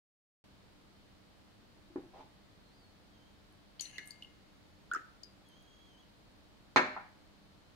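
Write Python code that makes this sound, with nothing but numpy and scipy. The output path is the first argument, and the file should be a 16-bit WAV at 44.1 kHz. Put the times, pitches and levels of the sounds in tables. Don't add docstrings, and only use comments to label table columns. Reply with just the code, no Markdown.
import sys
import numpy as np
from scipy import signal
from scipy.fft import rfft, irfft
from scipy.io import wavfile
from scipy.ndimage import uniform_filter1d

SR = 44100
rng = np.random.default_rng(int(sys.argv[2]) if len(sys.argv) > 2 else 0)


def wrap_up_sound(samples):
    columns = np.atleast_2d(samples).T
    tamed = np.clip(columns, -1, 1)
    steps = np.round(tamed * 32767).astype(np.int16)
    wavfile.write(sys.argv[1], SR, steps)


N = 341775
T = np.arange(N) / SR
RING = T[:int(1.2 * SR)]
SIDE = np.array([[1], [-1]])


def undb(db):
    return 10 ** (np.asarray(db) / 20)


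def unit(x):
    return x / np.sqrt(np.mean(x ** 2))


def fade(t60):
    return np.exp(-np.log(1000) * RING / t60)


def pan(db):
    return undb(SIDE * db / 2)


def add(out, start, x):
    i = int(start * SR)
    out[:, i:i + x.shape[-1]] += x[..., :N - i]


def along(points, hz):
    f, value = np.transpose(points)
    return np.interp(np.log(np.maximum(hz, 1)), np.log(f), value)


def colour(x, points):
    n = x.shape[-1]
    return irfft(rfft(x) * undb(along(points, np.fft.rfftfreq(n, 1 / SR))), n)


def band(x, lo_hz, hi_hz, order=2):
    return signal.sosfilt(signal.butter(order, [lo_hz, hi_hz], "band", fs=SR, output="sos"), x)


def wander(n, size):
    return unit(uniform_filter1d(rng.standard_normal(n), size=size))


def diffuse(n, wide_hz):
    mid, side = rfft(rng.standard_normal((2, n)))
    alike = 1 / (1 + (np.fft.rfftfreq(n, 1 / SR) / wide_hz) ** 4)
    return irfft(mid * np.sqrt((1 + alike) / 2) + side * np.sqrt((1 - alike) / 2) * SIDE, n)


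def ping(hz, length, rise=0., attack=0.13, steep=0.86):
    age = np.minimum(RING / length, 10)
    pitch = hz * (1 + rise * np.minimum(age, 2) ** 2)
    envelope = (1 - np.exp(-age / attack)) * np.exp(-age ** steep)
    return envelope * np.sin(2 * np.pi * np.cumsum(pitch) / SR)


def tick(hz, t60, spread=1.05):
    noise = band(rng.standard_normal((2, len(RING))), hz / spread, hz * spread, order=1)
    return unit(noise) * fade(t60) / 2


# frequency in Hz, relative level in dB.
AIR_COLOUR = [(15, -41), (25, -0.5), (101, -2.5), (169, -4.5), (198, -2.5), (227, -5.5), (297, -6),
              (368, -9.5), (552, -12), (598, -15.5), (648, -12), (2700, -21.5), (4380, -20.5),
              (5880, -29.5), (15500, -40)]
# frequency in Hz, side minus mid in dB.
AIR_WIDTH = [(60, -1.5), (110, -1), (200, -2), (380, -0.5), (700, -1), (1290, -0.5), (2380, 0.5),
             (4400, 0.5), (8120, 0), (15000, 1.5)]
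# frequency in Hz, level in dB.
HUM_TONES = [(100, -81), (199.5, -75), (300.5, -77), (602, -82), (3058, -88)]

def room_tone(air_db=-64.5):
    mid, side = (unit(colour(rng.standard_normal(N), AIR_COLOUR)) for _ in range(2))
    air = undb(air_db) * (mid + colour(side, AIR_WIDTH) * SIDE)
    drifts = np.cumsum(rng.standard_normal((len(HUM_TONES), N)), axis=1) * 0.018
    return air + sum(np.sqrt(2) * undb(db) * np.sin(2 * np.pi * hz * T + drift)
                     for (hz, db), drift in zip(HUM_TONES, drifts))


# start in seconds, level in dB, length in seconds.
GRIP_THUDS = [(1.9010, -48.5, 0.026), (1.9580, -26.5, 0.0086), (1.983, -33, 0.004), (2.036, -44, 0.0037)]
# frequency in Hz, relative level in dB.
SCRAPE_COLOUR = [(200, -13), (420, -2), (600, -1.5), (810, 0.5), (1050, -6), (1500, -19.5), (2300, -18.5),
                 (5000, -27), (12000, -57)]
SLIDE_START_S, SLIDE_ATTACK_S, SLIDE_HOLD_S, SLIDE_RELEASE_S = 2.12, 0.025, 0.068, 0.017
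SLIDE_DB, SLIDE_SWELL_DB_PER_S = -58.5, 54
JUDDER_HZ, JUDDER_RISE_HZ_PER_S = 750, 995

def pick_up():
    out = np.zeros((2, N))
    for start, db, length in GRIP_THUDS:
        add(out, start, undb(db) * ping(hz=325, length=length, attack=0.19, steep=1.75))
    age = np.maximum(T - SLIDE_START_S, 0)
    pushed = np.minimum(age, SLIDE_ATTACK_S + SLIDE_HOLD_S)
    envelope = np.minimum(age / SLIDE_ATTACK_S, 1) * np.exp((pushed - age) / SLIDE_RELEASE_S)
    level = envelope * undb(SLIDE_DB + SLIDE_SWELL_DB_PER_S * pushed)
    scrape = unit(colour(diffuse(N, 1200), SCRAPE_COLOUR))
    judder_hz = (JUDDER_HZ + JUDDER_RISE_HZ_PER_S * pushed) * (1 + 0.0424 * wander(N, 150))
    judder = np.sin(2 * np.pi * np.cumsum(judder_hz) / SR)
    return out + (undb(-1) * scrape + undb(-4.5) * judder) * level


# start in seconds, level in dB, contact cut-off in Hz,
# low cut in Hz.
BASE_KNOCKS = [(1.9592, -25.5, 900, 200), (6.7608, -0.5, 9000, 95), (6.7694, -13, 9000, 2500),
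               (6.7739, -3.5, 1400, 200), (6.9642, -18, 1420, 650)]
# frequency in Hz, relative level in dB.
CLATTER_COLOUR = [(60, -33), (130, -17), (240, -8.5), (380, -4.5), (560, -15), (850, -8), (1300, -6.5),
                  (2300, -5.5), (2900, -20), (4150, -17.5), (5200, -27.5), (6450, -28), (7500, -35),
                  (15000, -54.5)]
# mode in Hz, relative level in dB, t60 in seconds.
TABLE_MODES = [(166, -19, .2), (252.9, -8, 0.43), (380.7, -1, 0.14), (474, -12, .22), (539, -17, .33),
               (613, -10, 0.47), (717, -13, 0.24), (791, 4.5, 0.18), (855, -3, 0.26), (988, -3.5, .23),
               (1216, -10.5, .2), (1374, -4.5, .19), (1453, 0, .2), (1650, -1, 0.35), (1694, -9, .17),
               (1802, 4, 0.21), (2070, -13.5, 0.22), (2150, 0, .26), (2255, -4, 0.24), (2527, 0, 0.18),
               (3590, -15, 0.18), (4300, -15, .18), (4660, -17, .2), (6422, -32, 0.14)]

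def knocks():
    blows, rings = np.zeros((2, 2, N))
    swing = undb(-9) * ping(966, 0.0013, attack=0.074, steep=1.8)
    thump = undb(-39) * ping(149, 0.033, attack=0.37, steep=2.2)
    base_ring = undb(-23.5) * ping(4200, 0.0026) + undb(-26.5) * ping(6450, 0.0014)
    modes = np.zeros((2, len(RING)))
    for k, (hz, db, t60) in enumerate(TABLE_MODES):
        skew = 0.98 * SIDE * min(hz / 1000, 1) ** 2
        modes += undb(db) * fade(t60) * np.sin(2 * np.pi * hz * RING + k * np.pi + skew)
    modes *= 1 - np.exp(-RING / 0.0034)
    for start, db, contact_hz, low_hz in BASE_KNOCKS:
        wood = unit(colour(diffuse(len(RING), 750), CLATTER_COLOUR))
        clatter = undb(-17.5) * wood * fade(0.091) * (1 - np.exp(-RING / 0.0006))
        add(blows, start, undb(db) * band(swing + thump + base_ring + clatter, low_hz, contact_hz))
        add(rings, start, undb(db - 29) * band(modes, low_hz, contact_hz))
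    return blows, rings


# time in seconds, pitch in Hz.
HIGH_GLIDE = [(2.63, 4290), (2.692, 4060), (2.768, 4920), (2.85, 4310), (2.92, 4370)]
SHORT_GLIDE = [(3.11, 3320), (3.218, 3050), (3.304, 3300), (3.33, 3011)]
LONG_GLIDE = [(5.45, 3269), (5.47, 3370), (5.53, 3030), (5.562, 3266), (5.852, 3290), (5.964, 3020),
              (6.0, 3370), (6.04, 2840)]
GLIDE_LEVELS = [-73.5, -76.5, -69]

def squeaks(edge_db=-2.5, octave_db=-12):
    out = np.zeros(N)
    for glide, db in zip((HIGH_GLIDE, SHORT_GLIDE, LONG_GLIDE), GLIDE_LEVELS):
        times, hz = np.transpose(glide)
        pitch = uniform_filter1d(np.interp(T, times, hz), size=900) * (1 + 0.006 * wander(N, 600))
        phase = 2 * np.pi * np.cumsum(pitch) / SR
        tone = np.sin(phase) + undb(octave_db) * np.sin(2 * phase)
        gate = uniform_filter1d(1. * (T > times[0]) * (T < times[-1]), size=600)
        arch_db = edge_db * np.interp(T, [times[0], times[-1]], [-1, 1]) ** 2
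        flutter_db = 1.5 * wander(N, 600)
        out += gate * undb(db + arch_db + flutter_db) * tone
    return band(out, 2000, 8000, order=6) * np.ones((2, 1))


DROPLET_STARTS = [3.525, 4.042, 4.2355, 5.488, 5.625]
# start in seconds, slap level in dB, slap centre in Hz,
# bubble pitch in Hz, bubble level in dB, bubble's left minus right in dB.
WATER_DROPS = [(3.794, -47, 4200, 3090, -42, -4), (3.7968, -47, 4120, 4340, -38.5, 19),
               (3.855, -45, 3640, 4100, -38.5, 6), (3.9576, -62, 2800, 2700, -44.5, 5),
               (3.9820, -28, 3740, 1950, -33, -3), (4.0746, -38, 8450, 8850, -42, -5),
               (4.1068, -39.5, 7000, 4520, -38, 6), (4.2231, -41, 4100, 2870, -38, -1),
               (4.2457, -62, 4000, 2835, -47.5, 10), (4.914, -40, 3330, 1392, -24.5, 0),
               (4.9356, -32.5, 7000, 1443, -27, -1), (4.9486, -36, 5500, 1290, -25.5, -2),
               (4.9592, -49, 5970, 1250, -33, 11), (5.2338, -43, 5900, 4800, -38.5, 9)]

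def drops():
    out = np.zeros((2, N))
    for start, slap_db, slap_hz, bubble_hz, bubble_db, pan_db in WATER_DROPS:
        add(out, start, undb(slap_db) * pan(pan_db + 5) * tick(slap_hz, t60=0.012))
        add(out, start, undb(bubble_db) * pan(pan_db) * bubble(bubble_hz))
    for start in DROPLET_STARTS:
        add(out, start, undb(-55.5) * pan(3) * tick(hz=10700, t60=0.01))
    return out


def bubble(hz, climb_per_s=11):
    length = 0.0082 * (1400 / hz) ** 0.58
    tone = ping(hz, length, rise=min(climb_per_s * length, .15), attack=0.2, steep=1.7)
    tone += undb(-17.5) * np.sin(2 * np.pi * hz * RING) * (1 - np.exp(-RING / length)) * fade(0.18)
    return np.stack([tone, np.roll(tone, 2)])


# frequency in Hz, relative level in dB.
FIZZ_COLOUR = [(1300, -38), (1900, 5), (2400, -2), (2900, 12), (3500, -20), (4200, 2), (5400, -17),
               (6600, 4), (8000, -30), (9300, -8), (11000, -17), (15000, -39)]
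# start in seconds, level in dB.
BOWL_PLOPS = [(3.9822, -50), (4.934, -46.5), (4.9599, -45.5)]
# frequency in Hz, relative level in dB.
BOWL_COLOUR = [(120, -33), (280, -1), (450, -3.5), (750, -21), (1150, -22), (1750, 9), (2050, -10),
               (2600, -12), (6000, -38)]
POUR_START_S, POUR_HOLD_S, POUR_DB, POUR_FALL_DB_PER_S = 3.795, 0.11, -60, 60
SPRAY_START_S, SPRAY_LENGTH_S, SPRAY_DB, SPRAY_HZ, SPRAY_COUNT = 4.055, 0.06, -56, 10600, 14

def stream(grains_per_s=1500):
    onsets = rng.random(N) < grains_per_s / SR
    grain_db = 2.3 * np.minimum(rng.exponential(size=N), 4)
    grains = onsets * undb(grain_db) * rng.standard_normal((2, N))
    age = T - POUR_START_S
    flow = (age > 0) * undb(POUR_DB - POUR_FALL_DB_PER_S * np.maximum(age - POUR_HOLD_S, 0))
    out = pan(2.6) * unit(colour(grains, FIZZ_COLOUR)) * flow
    for k, (late, pitch, size, side) in enumerate(rng.uniform(-1, 1, (SPRAY_COUNT, 4))):
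        start = SPRAY_START_S + SPRAY_LENGTH_S * (k + late / 2) / SPRAY_COUNT
        spatter = undb(SPRAY_DB + 4 * size) * ping(SPRAY_HZ * (1 + 0.3 * pitch), 0.0012)
        add(out, start, pan(-3 + 6 * side) * spatter)
    for start, db in BOWL_PLOPS:
        cavity = unit(colour(diffuse(len(RING), 1500), BOWL_COLOUR))
        add(out, start, undb(db) * cavity * fade(0.15))
    return out


# mode in Hz, relative level in dB,
# t60 in seconds, left minus right in dB.
GLASS_MODES = [(1704, -23, 0.57, 6), (2129, -21.5, 1.18, 15), (2874, -11.5, 0.36, -4),
               (4310, -11.5, 0.65, 22), (6040, 0, 0.2, 20), (6660, -12, 0.14, 8), (7000, -19, .2, 10),
               (8096, -18, 0.42, -8), (8516, -14, 0.27, -6), (9880, -14.5, 0.39, -18), (9600, -29, .24, 6),
               (11200, -13, .25, 5), (13230, -16, 0.14, 5)]
# start in seconds, ring level in dB, contact cut-off in Hz, tick level in dB.
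RIM_TOUCHES = [(3.8090, -49.5, 15000, -27), (3.9300, -38.5, 2330, -75), (3.9818, -35, 2370, -47)]

def clinks():
    out = np.zeros((2, N))
    for start, ring_db, contact_hz, tick_db in RIM_TOUCHES:
        bent_time = np.cumsum(1 + wander(len(RING), 700) / 800) / SR
        ring = np.zeros((2, len(RING)))
        for hz, db, t60, pan_db in GLASS_MODES:
            gain = undb(db) / (1 + (hz / contact_hz) ** 4)
            ring += gain * pan(pan_db) * fade(t60) * np.sin(2 * np.pi * hz * bent_time)
        crack = ping(6720, 0.0015) + undb(-5) * tick(5600, 0.026, spread=2.2)
        shimmer = undb(-21) * tick(7300, 0.26, spread=1.3)
        contact = pan(8.8) * band(crack + shimmer, 2000, 11500, order=3)
        add(out, start, undb(ring_db) * ring + undb(tick_db) * contact)
    return out


# frequency in Hz, t60 in seconds.
ROOM_DECAY = [(150, 0.42), (700, 0.42), (2000, 0.54), (5000, 0.46), (14000, 0.29)]
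# left and right delays in seconds, relative level in dB.
NEAR_ECHOES = [(.0078, .0081, -8), (0.0108, .0103, -7.5), (0.0134, .0139, -22), (.0217, .0209, -19),
               (0.0265, 0.04, -27)]

def room(x, tail_db, echo_db, build_s=0.0051):
    response = np.zeros((2, len(RING)))
    spectrum = rfft(diffuse(len(RING), 600))
    hz = np.fft.rfftfreq(len(RING), 1 / SR)
    octave = np.round(np.log2(np.maximum(hz, 100)))
    for k in np.unique(octave):
        response += irfft(spectrum * (octave == k), len(RING)) * fade(along(ROOM_DECAY, 2 ** k))
    response *= 1 - np.exp(-(RING / build_s) ** 2)
    response = undb(tail_db) * unit(response) / np.sqrt(len(RING))
    for left, right, db in NEAR_ECHOES:
        response[[0, 1], [int(left * SR), int(right * SR)]] += undb(db + echo_db)
    return x + signal.fftconvolve(x, response, axes=1)[:, :N]


def scene():
    blows, rings = knocks()
    in_glass = room(drops() + stream() + clinks(), tail_db=-13.5, echo_db=-4.5)
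    on_table = room(blows, tail_db=-6, echo_db=1.5) + room(rings, tail_db=-13.5, echo_db=-16)
    on_table += room(pick_up(), tail_db=-9, echo_db=0)
    return in_glass + on_table + room(squeaks(), tail_db=-5.5, echo_db=-2.5) + room_tone()


def record(dry):
    open_s, top_hz = 0.44, 15750
    low_pass = signal.ellip(10, .2, 70, top_hz, fs=SR, output="sos")
    return signal.sosfilt(low_pass, dry * (T > open_s))


dry = scene()
out = record(dry)
wrap_up_sound(out)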